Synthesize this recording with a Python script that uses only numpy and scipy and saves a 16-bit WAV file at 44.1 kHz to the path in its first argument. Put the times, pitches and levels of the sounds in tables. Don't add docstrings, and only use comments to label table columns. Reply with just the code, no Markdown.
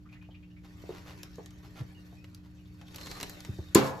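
import sys
import numpy as np
from scipy import signal
from scipy.fft import rfft, irfft, next_fast_len
from scipy.io import wavfile
from scipy.ndimage import uniform_filter1d

SR = 44100
rng = np.random.default_rng(int(sys.argv[2]) if len(sys.argv) > 2 else 0)


def wrap_up_sound(samples):
    columns = np.atleast_2d(samples).T
    tamed = np.clip(columns, -1, 1)
    steps = np.round(tamed * 32767).astype(np.int16)
    wavfile.write(sys.argv[1], SR, steps)


N = 176400
T = np.arange(N) / SR

# (frequency [Hz], fade time [s])
ROOM_FADE = [(500, 0.27), (2000, 0.2), (14000, 0.075)]
# (frequency [Hz], likeness [0-1])
MIC_LIKENESS = [(60, .95), (300, 0.45), (600, 0.11), (2500, 0.046), (6500, 0.19), (8500, 1)]
# (frequency [Hz], phase lead [radians])
MIC_LEAD = [(900, 0), (2200, 1.1), (3000, -.7), (6500, .3), (7500, 1.6), (9250, 3.14), (11500, 5.6),
            (13300, 6.7), (15500, 9.4)]

# (frequency [Hz], level [dB])
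HUM_TONES = [(60, -71), (120, -61), (180, -55.5), (300.4, -59), (360, -77)]
# (frequency [Hz], relative level [dB])
RUMBLE_SPECTRUM = [(20, -25), (55, 1.5), (88, 4.5), (200, -8.5), (320, -20), (1200, -34), (3000, -36.5),
                   (6000, -43.5), (15000, -52)]

# (time [s], level [dB])
STIR_LEVELS = [(0, -81.5), (.6, -78.5), (.7, -67.5), (.88, -63), (1.18, -64), (1.56, -66), (2.1, -67.5),
               (2.5, -73.5), (2.88, -66.5), (2.99, -56.5), (3.24, -54.5), (3.35, -60), (3.72, -64)]
# (frequency [Hz], relative level [dB])
STIR_SPECTRUM = [(150, 6), (450, 5.5), (1000, -0.5), (2400, -0.5), (3300, -4.5), (4200, -3.5), (6000, -7),
                 (9000, -13), (15000, -13)]
# (time [s], resonance [Hz], level [dB])
SCRAPE_PATH = [(2.94, 4100, -74), (3.02, 4160, -57), (3.33, 4080, -62.5), (3.38, 3590, -68),
               (3.75, 3770, -75)]
# (time [s], level [dB])
SLIDE_LEVELS = [(3.82, -56), (3.86, -48), (3.9, -53.5), (3.92, -67), (4, -62.5)]
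# (frequency [Hz], relative level [dB])
SLIDE_SPECTRUM = [(1500, -9), (4000, 4), (7000, 0.5), (14500, -4)]
# (start [s], length [s], level [dB])
SHOVES = [(0.112, 0.056, -65), (.635, 0.038, -59), (.885, .16, -55), (1.047, .11, -53),
          (1.626, 0.062, -58.5), (1.752, 0.074, -51), (2.428, 0.058, -66.5), (3.155, 0.047, -50.5)]
# (frequency [Hz], relative level [dB])
SWISH_SPECTRUM = [(500, 4), (2400, -0.5), (3500, -4), (15000, -19)]
# (time [s], level [dB], woody body relative to the tick [dB], top treble gain [dB])
CHIP_SNAPS = [(.225, -63.5, 14, -12), (.646, -52, 2.5, -11), (1.232, -26, -10, -3),
              (1.3565, -40.5, -14, -7), (1.460, -35, -12, -6.5), (1.507, -42, -9, -8), (2.243, -45, 4, -5),
              (2.347, -34.5, -16, -2), (2.813, -47, 5, -8), (2.883, -47, 2, -2), (2.9454, -35.5, -3, -4),
              (2.9597, -29, -9, 7), (2.9831, -37.5, 1, -6), (3.0125, -35.5, 1, -7), (3.060, -33, -4, -10),
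              (3.0694, -29, -2.5, -8), (3.1138, -28, -3.5, -6), (3.201, -29, -2.5, -4),
              (3.211, -26.5, -5.5, -2), (3.2296, -21, -4, 1.5), (3.296, -32.5, -4, 9),
              (3.4047, -30, -13, -3), (3.449, -32.5, -2, -13)]
# (frequency [Hz], relative level [dB])
TICK_SPECTRUM = [(1500, -21), (3500, 4), (5000, 6), (12500, 0), (16000, -4.5)]
# (frequency [Hz], relative level [dB])
WOOD_SPECTRUM = [(700, 2), (3000, 0), (9000, -19.5)]

# (start [s], level [dB], nose resonance [Hz])
NOSE_PUFFS = [(.054, -66, 1400), (.088, -65.5, 2380), (0.123, -59, 2650), (0.152, -63.5, 2030),
              (0.211, -63, 2500), (0.239, -66, 2750), (.305, -65.5, 3170), (.342, -60.5, 2640),
              (.426, -63, 2610), (.5, -69.5, 2840), (.563, -65.5, 2310), (2.582, -68, 2770),
              (2.655, -69, 3500), (2.862, -61, 3460)]
# (start [s], length [s], level [dB], pitch [Hz], glide [share of the pitch])
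NOSE_WHISTLES = [(1.944, 0.062, -64.5, 2820, -0.082), (2.16, 0.093, -67, 2550, .08)]

# (time [s], level [dB], pitch [Hz], length [s], sag [share of the pitch])
TUB_BUMPS = [(0.288, -53, 710, 0.0051, 0.06), (0.838, -39.5, 424, 0.0052, 0.17),
             (0.892, -31.5, 440, 0.0084, 0.11), (0.903, -35.5, 400, 0.0094, 0.01),
             (1.383, -33.5, 471, 0.009, 0.11), (1.391, -38, 450, 0.016, 0.09),
             (1.804, -27, 149, 0.026, 0.38), (2.124, -53, 720, .007, .1), (2.818, -51.5, 763, .006, 0),
             (3.486, -43.5, 390, 0.014, 0.17), (3.4928, -25.5, 126.5, 0.019, 0.3),
             (3.587, -34.5, 347, 0.011, 0.09), (3.589, -31, 105, 0.025, 0.33)]
# (frequency [Hz], relative level [dB])
TAP_SPECTRUM = [(100, -11), (700, 1.5), (1200, -14), (6000, -42)]
# (frequency [Hz], relative level [dB])
CRACK_SPECTRUM = [(300, -12), (1000, -10.5), (3000, -12.5), (4400, -1.5), (5600, -12), (7100, 6.5),
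                  (8600, 0.5), (9500, -2), (11000, -0.5), (13500, -9.5), (15200, -8), (16000, -22)]
# (frequency [Hz], level [dB], fade time [s], rise time [s])
TUB_TONES = [(136.4, -21, .46, .092), (211.2, -12.5, 0.19, 0.023), (277.8, -12, 0.2, 0.036),
             (332, -7.5, .11, .00091), (397.7, -17, .17, 0.0028), (1037, -18.5, 0.084, .00083),
             (1148.5, -27, .2, 0.0049)]
# (frequency [Hz], level [dB], fade time [s])
WIRE_TONES = [(455, -33.5, 0.56), (524, -32.5, 1.06), (670, -39.5, .9), (774, -42, 1.3), (838, -34, 0.63),
              (870, -39, 0.98), (974, -41, 1.3), (1060, -35, 1.07), (1144, -45, .7), (1533, -33, .25),
              (1695, -36, 0.65), (2266, -39, 0.4), (2770, -41, 0.34), (3360, -41, 0.26), (6515, -43.5, .45)]
# (frequency [Hz], relative level [dB])
RATTLE_SPECTRUM = [(25, -48), (110, -1.5), (350, -6), (1100, -6.5), (1600, -10.5), (3100, -15),
                   (4500, -11.5), (7000, -19.5), (15500, -27)]
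# (frequency [Hz], fade time [s])
RATTLE_FADE = [(1000, 0.63), (2200, 0.43), (5000, .22), (12000, 0.23)]


def amp(db):
    return 10 ** (np.asarray(db) / 20)


def unit(x):
    return x / np.sqrt(np.mean(x ** 2) + 1e-20)


def look_up(table, hz):
    freqs, values = np.transpose(table)
    return np.interp(np.log(hz + 1), np.log(freqs + 1), values)


def add(mix, start_s, sound):
    part = mix[..., round(start_s * SR):][..., :sound.shape[-1]]
    part += sound[..., :part.shape[-1]]


def colour(x, spectrum, size=8192):
    log_gain = np.log(amp(look_up(spectrum, abs(np.fft.fftfreq(size, 1 / SR)))))
    response = np.exp(np.conj(signal.hilbert(log_gain)))
    taps = np.fft.ifft(response).real[:size // 2]
    return np.apply_along_axis(signal.oaconvolve, -1, x, taps / np.linalg.norm(taps))[..., :x.shape[-1]]


def resonate(x, hz, width_hz):
    turn = np.exp(2j * np.pi * np.cumsum(hz) / SR)
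    decay = np.exp(-np.pi * width_hz / SR)
    return unit((turn * signal.lfilter([1], [1, -2 * decay, decay * decay], x / turn)).real)


def patchy(x, patch_db, flicker_db):
    bands = signal.stft(x, nperseg=512, noverlap=384)[2]
    patches = uniform_filter1d(rng.standard_normal(bands.shape), size=8, axis=1)
    patches = uniform_filter1d(patches, size=3, axis=0)
    flicker = uniform_filter1d(rng.standard_normal(bands.shape[1]), size=9)
    gain = amp(patch_db * unit(patches) + flicker_db * unit(flicker))
    return unit(signal.istft(bands * gain, nperseg=512, noverlap=384)[1][:N])


def surrounding_noise(count):
    left, other = rfft(rng.standard_normal((2, count)))
    likeness = np.clip(look_up(MIC_LIKENESS, np.fft.rfftfreq(count, 1 / SR)), -1, 1)
    right = likeness * left + np.sqrt(1 - likeness ** 2) * other
    return irfft(np.array([left, right]), count)


def fading_noise(fade_times):
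    hz, t, bands = signal.stft(surrounding_noise(SR // 2), SR, nperseg=256)
    fade = amp(-60 * t / look_up(fade_times, hz)[:, None])
    return signal.istft(bands * fade, SR, nperseg=256)[1]


def room(x, echo_db):
    tail = fading_noise(ROOM_FADE)
    echo = signal.fftconvolve(x[None], tail / np.linalg.norm(tail[0]), axes=1)[:, :N]
    return x + amp(echo_db) * echo


def crackle(clicks_per_s=3500, spread_db=4):
    sizes = amp(spread_db * np.minimum(rng.exponential(1, N), 5))
    return unit(sizes * rng.choice([-1, 1], N) * (rng.random(N) < clicks_per_s / SR))


def background(rumble_db=-53.5):
    hum = sum(amp(db) * np.sqrt(2) * np.sin(2 * np.pi * (hz * T + rng.random())) for hz, db in HUM_TONES)
    return hum + amp(rumble_db) * colour(surrounding_noise(N), RUMBLE_SPECTRUM)


def stirred_shavings():
    loudness = amp(np.interp(T, *np.transpose(STIR_LEVELS)))
    return colour(loudness * patchy(crackle(), patch_db=4, flicker_db=1), STIR_SPECTRUM)


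def scraping_spines(width_hz=260, brush_db=-1.5):
    times, hz, db = np.transpose(SCRAPE_PATH)
    scrape = resonate(crackle(), np.interp(T, times, hz), width_hz)
    brush = amp(brush_db) * colour(crackle(), TICK_SPECTRUM)
    return (scrape + brush) * amp(np.interp(T, times, db, left=-np.inf, right=-np.inf))


def sliding_shavings():
    loudness = amp(np.interp(T, *np.transpose(SLIDE_LEVELS), left=-np.inf))
    return colour(loudness * crackle(), SLIDE_SPECTRUM)


def swishes(skew=0.78):
    effort = np.zeros(N)
    for start, length, db in SHOVES:
        progress = np.arange(0, 1, 1 / (length * SR))
        add(effort, start, amp(db) * np.sin(np.pi * progress ** skew))
    return colour(effort * crackle(), SWISH_SPECTRUM)


def snapping_chips(tick_fade_s=0.016, body_fade_s=0.045, treble_hz=9000):
    ticks, bodies, t = np.zeros(N), np.zeros(N), T[:SR // 10]
    for start, db, body_db, treble_db in CHIP_SNAPS:
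        tick, body = rng.standard_normal((2, len(t))) * amp(db - 9)
        treble = signal.filtfilt(*signal.butter(2, treble_hz, "high", fs=SR), tick)
        tick = tick - treble + amp(treble_db) * treble
        add(ticks, start, tick * amp(-60 * t / tick_fade_s))
        add(bodies, start, body * amp(body_db - 60 * t / body_fade_s))
    return colour(ticks, TICK_SPECTRUM) + colour(bodies, WOOD_SPECTRUM)


def sniffs(length_s=0.029, glide=0.15, nose_width_hz=320, rasp_width_hz=2200):
    out, progress = np.zeros(N), np.arange(0, 1, 1 / (length_s * SR))
    swell = np.sin(np.pi * progress ** 0.51)
    for start, db, hz in NOSE_PUFFS:
        pitch = hz * (1 + glide * (progress - 0.5))
        nose, rasp = rng.standard_normal((2, SR))[:, :len(progress)]
        air = resonate(nose, pitch, nose_width_hz) + 0.5 * resonate(rasp, pitch, rasp_width_hz)
        add(out, start, amp(db) * swell * unit(air))
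    return out


def nose_whistles(width_hz=90):
    out = np.zeros(N)
    for start, length, db, hz, glide in NOSE_WHISTLES:
        progress = np.arange(0, 1, 1 / (length * SR))
        pitch = hz * (1 + glide * (progress - 0.5))
        tone = resonate(rng.standard_normal(SR)[:len(progress)], pitch, width_hz)
        add(out, start, amp(db) * np.sin(np.pi * np.sqrt(progress)) * tone)
    return out


def tub_bumps(grit_gain=0.18, tap_db=-16, tap_fade_s=0.071):
    thuds, taps, t = np.zeros(N), np.zeros(N), T[:SR // 5]
    for start, db, hz, length, sag in TUB_BUMPS:
        pitch = hz * (1 - sag * np.minimum(t / length, 1))
        tone = -np.sin(2 * np.pi * np.cumsum(pitch) / SR)
        grit = grit_gain * resonate(rng.standard_normal(len(t)), pitch, width_hz=1.25 * hz)
        age = t / (0.28 * length)
        add(thuds, start, amp(db) * age * np.exp(1 - age) * (tone + grit))
        tap_loudness = (hz / 400) ** 2 * amp(db + tap_db - 60 * t / tap_fade_s)
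        add(taps, start, tap_loudness * rng.standard_normal(len(t)))
    return room(thuds, echo_db=-12.5) + room(colour(taps, TAP_SPECTRUM), echo_db=-1.5)


def hard_crack(start_s, level_db=-15.5, hold_s=0.0032, fade_s=0.018):
    out, t = np.zeros(N), T[:SR // 2]
    loudness = amp(level_db - 60 * np.maximum(t - hold_s, 0) / fade_s)
    add(out, start_s, loudness * rng.standard_normal(len(t)))
    return colour(out, CRACK_SPECTRUM)


def ringing_wires(start_s, phase_spread=0.93, waver_share=0.49, waver_width_hz=30):
    out, t = np.zeros((2, N)), T[:SR // 2]
    for hz, db, fade_s in WIRE_TONES:
        phase = 2 * np.pi * rng.random() + phase_spread * rng.uniform(-1.2, 1, (2, 1))
        steady = np.sin(2 * np.pi * hz * t + phase)
        wavering = resonate(rng.standard_normal(len(t)), np.full(len(t), hz), waver_width_hz)
        ring = (1 - waver_share) * steady + waver_share * wavering
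        add(out, start_s, amp(db - 60 * t / fade_s) * ring)
    return out


def cage_rattle(start_s, level_db=-21.5):
    out = np.zeros((2, N))
    add(out, start_s, amp(level_db) * colour(fading_noise(RATTLE_FADE), RATTLE_SPECTRUM))
    return out


def tub_boom(start_s, push_db=-5.5, push_s=0.00073, push_lag_s=0.0019, low_cut_hz=65):
    out, t = np.zeros(N), T[:SR // 2]
    ring = sum(amp(db - 60 * t / fade_s) * (1 - np.exp(-t / rise_s)) * np.sin(2 * np.pi * hz * t)
               for hz, db, fade_s, rise_s in TUB_TONES)
    swing = (t - push_lag_s) / push_s
    push = amp(push_db) * swing * np.exp(-swing ** 2 / 2)
    add(out, start_s, push - ring)
    return signal.sosfilt(signal.butter(2, low_cut_hz, "high", fs=SR, output="sos"), out)


def knock(crack_s=3.7476, rattle_s=3.7515, boom_s=3.7556):
    crack = hard_crack(crack_s)
    cage = ringing_wires(boom_s) + cage_rattle(rattle_s)
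    return room(crack, echo_db=-13.5) + room(tub_boom(boom_s), echo_db=-14.5) + cage


def scene():
    mix = background()
    mix += room(stirred_shavings() + scraping_spines() + sliding_shavings(), echo_db=2)
    mix += room(swishes(), echo_db=-3.5)
    mix += room(snapping_chips(), echo_db=-8)
    mix += room(sniffs() + nose_whistles(), echo_db=-0.5)
    return mix + tub_bumps() + knock()


def record(dry, top_hz=16100):
    size = next_fast_len(N + SR // 10)
    lead = look_up(MIC_LEAD, np.fft.rfftfreq(size, 1 / SR))
    phase_shift = np.exp(0.5j * np.array([lead, -lead]))
    pair = irfft(rfft(dry, size) * phase_shift, size)[:, :N]
    low_pass = signal.firwin(255, top_hz, window=("kaiser", 9), fs=SR)
    return signal.oaconvolve(pair, low_pass[None], "same")


dry = scene()
out = record(dry)
wrap_up_sound(out)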